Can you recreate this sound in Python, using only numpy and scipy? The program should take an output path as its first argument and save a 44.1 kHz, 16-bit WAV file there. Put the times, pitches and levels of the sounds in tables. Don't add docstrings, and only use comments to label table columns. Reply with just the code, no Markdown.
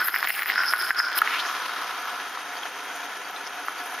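import sys
import numpy as np
from scipy import signal
from scipy.fft import rfft, irfft
from scipy.io import wavfile
from scipy.ndimage import uniform_filter1d

SR = 44100
rng = np.random.default_rng(int(sys.argv[2]) if len(sys.argv) > 2 else 0)


def file_out(sig):
    cols = np.atleast_2d(sig).T
    lim = np.clip(cols, -1, 1)
    pcm = np.round(lim * 32767).astype(np.int16)
    wavfile.write(sys.argv[1], SR, pcm)


N = 176400
TIME, FREQS = np.arange(N) / SR, np.fft.rfftfreq(N, 1 / SR)

# t/s, level/dB
GURGLE_LEVEL = [(0.0, -25.5), (0.04, -29.5), (0.1, -33), (0.108, -40), (0.144, -29.5), (0.22, -32.5),
                (0.251, -24), (0.267, -36.5), (0.303, -26), (0.315, -40), (0.385, -28), (0.402, -32),
                (0.418, -29), (0.452, -38.5), (0.483, -26), (0.567, -31), (0.583, -26.5), (0.774, -33.5),
                (0.814, -28.5), (0.854, -31.5), (0.91, -29.5), (0.922, -43.5), (0.986, -26), (1.018, -36.5),
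                (1.042, -30.5), (1.101, -32.5), (1.185, -26.5), (1.197, -35.5), (1.225, -32), (1.257, -33)]
# t/s, f/Hz
POCKET_PITCH = [(0, 1550), (.1, 1600), (.15, 1940), (.222, 1530), (.33, 2280), (.385, 1750), (.49, 1850),
                (.56, 1580), (.95, 1470), (1.25, 1380)]
# t/s, dryness (0-1)
SPOUT_DRYNESS = [(0, 0.7), (.5, 0), (.58, 0.9), (1.1, 0.97), (1.16, 0.6)]
# f/Hz, level/dB
CHURN_SPECTRUM = [(150, -28.5), (290, -4), (600, -7), (720, 2), (2200, 2), (2850, -5), (3150, 2.5),
                  (3600, -2), (4400, -2), (6300, -16.5), (15000, -18)]
# t/s, level/dB
WHISTLE_LEVEL = [(0.0, -35.5), (0.108, -61), (0.14, -40.5), (0.315, -51.5), (0.335, -44.5), (0.459, -54),
                 (0.519, -39), (0.531, -44), (0.595, -28), (0.603, -37), (0.662, -39.5), (0.686, -25),
                 (0.758, -48.5), (0.802, -36), (0.898, -38.5), (0.918, -49), (0.958, -54), (0.966, -31),
                 (0.994, -32.5), (1.01, -40), (1.046, -36), (1.121, -46.5), (1.185, -34), (1.193, -54),
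                 (1.217, -60)]
# f/Hz, half-width/Hz, level/dB
GAP_MODES = [(4620, 130, -6.5), (5100, 150, 2.5), (5365, 220, -4.5)]
# t/s, level/dB
MIST_LEVEL = [(0.5, -51), (0.607, -49), (0.72, -36.5), (0.765, -44), (0.8, -37.5), (0.9, -42), (0.95, -62),
              (0.986, -42), (1.121, -64)]
# f/Hz, level/dB
MIST_SPECTRUM = [(5500, -42), (8600, -7), (9800, -17), (10800, 4), (11500, 4), (12600, -7), (13300, -9),
                 (14100, -13), (14750, -4), (15100, -2), (15500, -14)]
# t/s, length/s, f/Hz, width/Hz, level/dB
STEAM_JETS = [(0, .26, 12800, 1390, -41.5), (0.043, 0.046, 12700, 990, -30.5),
              (0.132, 0.041, 13400, 900, -37.5), (.255, 0.18, 14400, 600, -39.5),
              (0.285, 0.02, 12400, 1900, -31.5), (0.303, 0.11, 10300, 1300, -42.5),
              (.465, 0.05, 14000, 600, -36), (1.151, 0.019, 12200, 1300, -36),
              (1.172, 0.018, 12400, 1510, -24.5)]
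# t/s, level/dB
HISS_LEVEL = [(0, -48), (1.15, -37), (1.27, -35), (1.6, -35), (2.3, -35.5), (2.6, -33), (2.75, -35),
              (3.3, -34.5), (4, -35)]
# f/Hz, level/dB
HISS_SPECTRUM = [(40, -52), (120, -34.5), (190, -18), (280, -8.5), (600, -7), (720, 1), (1150, -2.5),
                 (1400, 1.5), (1900, -0.5), (3200, -5.5), (4200, -12), (5500, -12.5), (6600, -10.5),
                 (7300, -23), (8900, -17.5), (12500, -18), (15000, -37)]
# t/s, level/dB
WET_SURGE_LEVEL = [(0, -71), (1.18, -71), (1.25, -28.5), (1.45, -31.5), (1.6, -30.5), (1.85, -33),
                   (2.1, -36), (2.35, -39), (2.7, -77), (4, -72)]
# f/Hz, level/dB
WET_SURGE_SPECTRUM = [(60, -55), (300, -26), (500, -21), (800, -13), (950, -7.5), (1330, -2.5), (1700, -6),
                      (1950, -9), (5200, -15.5), (7000, -29.5), (10000, -24), (12800, -22.5), (14000, -47)]
# f/Hz, half-width/Hz, boost/dB
POT_AIR_MODES = [(286, 12, 7), (411, 18, 5), (492, 33, 4), (721, 17, 7), (996, 90, 5.5), (1321, 82, 6.5),
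                 (1475, 25, 5.5), (1712, 25, 6.5), (3230, 51, 6), (3764, 28, 7.5), (5210, 60, 5),
                 (6030, 24, 11.5)]
FROTH_BANDS = [2460, 4600, 6730, 8620, 10920, 13300]
# t/s, half-length/s, f/Hz, relative half-width, level/dB
DROPLET_FLURRIES = [(2.635, 0.005, 3150, 0.083, -33), (2.964, 0.023, 9200, 0.47, -45),
                    (3.366, 0.0094, 3730, 0.091, -35), (3.468, 0.021, 5200, 0.15, -39),
                    (3.876, 0.14, 11100, 0.14, -46.5)]
# f/Hz, level/dB
KITCHEN_SPECTRUM = [(55, -36), (75, 3.5), (95, -1), (165, -2.5), (195, 14), (230, -38), (2000, -50)]
# t/s, ring level/dB, f/Hz, decay/s, snap level/dB
LARGE_BUBBLES = [(0.0161, -12.5, 1500, 0.0018, -33), (0.074, -23, 1760, 0.0021, -17),
                 (0.0814, -13.5, 1650, 0.0015, -11), (0.085, -11.5, 1620, 0.0011, -15),
                 (0.1425, -9, 1640, 0.0005, -33), (0.154, -16, 1770, 0.0005, -18),
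                 (0.1612, -8, 1810, 0.0005, -16), (0.228, -7.5, 1590, 0.00071, -22),
                 (0.2499, -15, 2070, 0.00054, -27), (0.2729, -10, 2080, 0.00041, -10),
                 (0.2953, -14, 2210, 0.00042, -15), (0.3043, -10.5, 2010, 0.00041, -19),
                 (0.3507, -18, 2430, 0.0005, -22), (0.393, -12, 2010, 0.00034, -11),
                 (0.4214, -11, 1750, 0.00038, -11.5), (0.4317, -14.5, 1940, 0.00042, -14),
                 (0.4589, -14.0, 1810, 0.00056, -16), (0.5, -7.5, 1930, 0.0006, -19),
                 (0.52, -12.0, 1820, 0.00061, -41), (0.5578, -11, 1640, 0.0009, -31),
                 (0.579, -9.5, 1620, 0.0011, -32), (0.603, -15.5, 1680, 0.001, -30),
                 (0.6225, -15, 1500, 0.0012, -25), (0.6352, -10.5, 1770, 0.00028, -16),
                 (0.7362, -4.5, 1510, 0.00066, -12), (0.9063, -5.0, 1660, 0.00087, -24),
                 (1.0007, -6.5, 1540, 0.0014, -25), (1.2175, -5.5, 1440, 0.0019, -12),
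                 (1.2198, -7.5, 1490, 0.0012, -25), (1.2749, -9.5, 1920, 0.0004, -26),
                 (1.4516, -14.5, 1570, 0.00057, -34), (2.3733, -18, 1190, 0.00059, -49),
                 (3.6832, -12.5, 1360, 0.001, -34)]
# f/Hz, level/dB
FILM_SPECTRUM = [(500, -29), (3000, 0), (4500, 4), (6500, -18), (10000, -3), (12000, 7), (14500, 7.5)]
# t/s, f/Hz, level/dB
DRAIN_SWEEP = [(1.21, 1200, -51), (1.25, 1400, -40), (1.31, 1800, -30), (1.35, 2200, -27),
               (1.38, 2810, -35.5), (1.4, 3500, -24), (1.42, 4550, -44), (1.48, 6000, -41),
               (1.6, 6500, -58)]
# f/Hz, level/dB
FLOW_SPECTRUM = [(400, -39), (1000, 2.5), (7000, 2), (11000, 11)]
# f/Hz, correlation (0-1)
MIC_LIKENESS = [(300, 0.95), (1300, 1), (2500, 0.91), (4500, 0.6), (8000, 0.63), (13000, 0.29)]
# f/Hz, level/dB
MIC_BALANCE = [(300, 0.3), (4000, 0.6), (9000, -0.5), (14000, 2.5)]

CLEAR_DB_PER_S = 160


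def amp(db):
    return 10 ** (np.asarray(db) / 20)


def unit(x):
    return x / np.sqrt(np.mean(x ** 2) + 1e-20)


def curve(points, column=1):
    points = np.array(points)
    return np.interp(TIME, points[:, 0], points[:, column])


def sputter(points, column=1):
    return amp(curve(points, column) - CLEAR_DB_PER_S * np.maximum(TIME - points[-1][0], 0))


def spectrum(points):
    hz, value = np.transpose(points)
    return np.interp(np.log(FREQS + 1), np.log(hz), value)


def peak(hz, half_width_hz):
    return 1 / (1 + ((FREQS - hz) / half_width_hz) ** 2)


def add(mix, start_s, sound):
    part = mix[..., max(round(start_s * SR), 0):][..., :sound.shape[-1]]
    part += sound[..., :part.shape[-1]]


def flutter(rate_hz, depth_db):
    slow = irfft(rfft(rng.standard_normal(N)) / (1 + (FREQS / rate_hz) ** 4), N)
    return amp(depth_db * unit(slow))


def noise():
    return rng.standard_normal((2, N))


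def fizz(per_s, spread_db, share):
    sizes = amp(spread_db * np.minimum(rng.exponential(1, N), 4))
    bursts = sizes * (rng.random(N) < per_s / SR)
    return np.sqrt(1 - share) * noise() + np.sqrt(share) * unit(bursts * rng.choice([-1, 1], (2, N)))


def at_mics(pair, gain):
    likeness, lean = spectrum(MIC_LIKENESS), amp(spectrum(MIC_BALANCE) / 2)
    mid, side = rfft(pair) * gain * np.sqrt([1 + likeness, 1 - likeness])
    return unit(irfft(np.array([(mid + side) * lean, (mid - side) / lean]), N))


def radiate(x, low_hz=550, high_hz=5000):
    return signal.sosfilt(signal.butter(2, [low_hz, high_hz], "band", fs=SR, output="sos"), x)


def bubble(hz, rise_s, decay_s, sag=0.073, sag_s=0.0013):
    t = np.arange(500) / SR
    pitch = hz * (1 + sag * (2 * np.exp(-t / sag_s) - 1))
    envelope = (1 - np.exp(-(t / rise_s) ** 2)) * np.exp(-t / decay_s)
    return -envelope / envelope.max() * np.sin(2 * np.pi * np.cumsum(pitch) / SR)


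def gurgle():
    dryness = curve(SPOUT_DRYNESS)
    bursting = rng.random(N) < 1000 / SR
    size_db = 3 * np.minimum(rng.exponential(1, N), 3)
    scatter = 0.17 * (1 - 0.48 * dryness)
    hz = curve(POCKET_PITCH) * np.exp(scatter * rng.standard_normal(N))
    crowd = np.zeros(N)
    for i in np.flatnonzero(bursting & (TIME < 2)):
        add(crowd, i / SR, amp(size_db[i]) * bubble(hz[i], rise_s=0.0003, decay_s=0.00086))
    crowd = radiate(crowd)
    crowd /= np.sqrt(abs(uniform_filter1d(crowd ** 2, size=1300)) + 1e-4)
    churn = at_mics(fizz(per_s=900, spread_db=7.4, share=0.55), amp(spectrum(CHURN_SPECTRUM)))
    singing = dryness * at_mics(noise(), peak(hz=1460, half_width_hz=100))
    return sputter(GURGLE_LEVEL) * (amp(-2.5) * crowd + amp(-6.5) * churn + amp(0.5) * singing)


def whistle():
    gap = sum(amp(db) * peak(hz, width) for hz, width, db in GAP_MODES)
    return sputter(WHISTLE_LEVEL) * flutter(rate_hz=79, depth_db=3.6) * at_mics(noise(), gap)


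def spray():
    mist = sputter(MIST_LEVEL) * at_mics(fizz(3200, 2.4, 0.41), amp(spectrum(MIST_SPECTRUM)))
    for start, length, hz, width, db in STEAM_JETS:
        inside_s = np.minimum(TIME - start, start + length - TIME)
        gate = np.clip(inside_s / 0.0045 + 0.5, 0, 1)
        mist += amp(db) * gate * at_mics(noise(), peak(hz, 2 * width) ** 2)
    return mist * flutter(rate_hz=330, depth_db=3.4)


def steam(choke_below_db=-27.5):
    pot_db = sum(db * peak(hz, width) for hz, width, db in POT_AIR_MODES)
    hiss_gain = amp(curve(HISS_LEVEL)) * flutter(rate_hz=28, depth_db=1.0)
    hiss = at_mics(fizz(1500, 2.7, 0.32), amp(spectrum(HISS_SPECTRUM) + pot_db))
    surge_gain = amp(curve(WET_SURGE_LEVEL)) * flutter(rate_hz=75, depth_db=1.55)
    surge = at_mics(fizz(600, 2.1, 0.42), amp(spectrum(WET_SURGE_SPECTRUM) + pot_db))
    plugged = np.clip((GURGLE_LEVEL[-1][0] - TIME) * 20, 0, 1)
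    choke_db = 0.9 * plugged * np.minimum(curve(GURGLE_LEVEL) - choke_below_db, 0)
    return hiss_gain * amp(choke_db) * hiss + surge_gain * surge


def froth():
    fizzing = np.zeros((2, N))
    for hz in FROTH_BANDS:
        flicker = amp(-61) * flutter(rate_hz=14, depth_db=4.5)
        fizzing += flicker * at_mics(fizz(500, 7.4, 0.69), peak(hz, 0.035 * hz))
    for centre, half_length, hz, width, db in DROPLET_FLURRIES:
        swell = amp(db) * np.exp(-2 * ((TIME - centre) / half_length) ** 2)
        fizzing += swell * at_mics(fizz(400, 1, 0.86), peak(hz, width * hz))
    return fizzing


def kitchen():
    return amp(-70.5) * at_mics(noise(), amp(spectrum(KITCHEN_SPECTRUM)))


def pops(snap_decay_s=0.00085):
    rings, snaps = np.zeros(N), np.zeros(N)
    t = np.arange(300) / SR
    for start, ring_db, hz, decay_s, snap_db in LARGE_BUBBLES:
        add(rings, start, amp(ring_db) * bubble(hz, rise_s=0.00054, decay_s=decay_s))
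        add(snaps, start, amp(snap_db) * np.exp(-t / snap_decay_s))
    film = at_mics(noise(), amp(spectrum(FILM_SPECTRUM)))
    return radiate(rings) + 0.5 * snaps * film


def crack(start_s=1.1886, hz=3420):
    t = np.arange(300) / SR
    ring = -np.exp(-t * hz) * np.sin(2 * np.pi * hz * t)
    tear = np.zeros(N)
    add(tear, start_s, amp(-6.5) * radiate(ring, low_hz=700, high_hz=7050))
    return tear


def drain(bandwidth_hz=1730):
    flow = at_mics(fizz(1100, 2.2, 0.41), amp(spectrum(FLOW_SPECTRUM)))
    sweep = np.exp(2j * np.pi * np.cumsum(curve(DRAIN_SWEEP)) / SR)
    pole = np.exp(-np.pi * bandwidth_hz / SR)
    lowered = signal.lfilter([1], [1, -2 * pole, pole ** 2], flow / sweep)
    rush = (sweep * lowered).real
    return unit(rush) * sputter(DRAIN_SWEEP, column=2)


def echoes(x, t60_s, delay_s, width):
    t = np.arange(SR // 2) / SR
    mid, side = rng.standard_normal((2, len(t))) * amp(-60 * t / t60_s) * (t > delay_s)
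    tail = np.array([mid + width * side, mid - width * side])
    return signal.fftconvolve(x, tail / np.linalg.norm(tail[0]), axes=1)[:, :N]


def scene():
    bursts = pops() + crack()
    pot_echo = amp(-12.5) * echoes(bursts, t60_s=0.0037, delay_s=0.00066, width=0.064)
    spout = bursts + pot_echo + gurgle() + spray() + whistle() + drain()
    room_tone = kitchen()
    room_echo = amp(-12) * echoes(spout, t60_s=0.084, delay_s=0.0024, width=0.24)
    return spout + room_echo + steam() + froth() + room_tone


def record(dry):
    notch = 1 - peak(hz=7930, half_width_hz=510)
    heard = irfft(rfft(dry) * notch, N)
    low_pass = signal.firwin(255, 15600, window=("kaiser", 9), fs=SR)
    return signal.oaconvolve(heard, low_pass[None], "same")


dry = scene()
out = record(dry)
file_out(out)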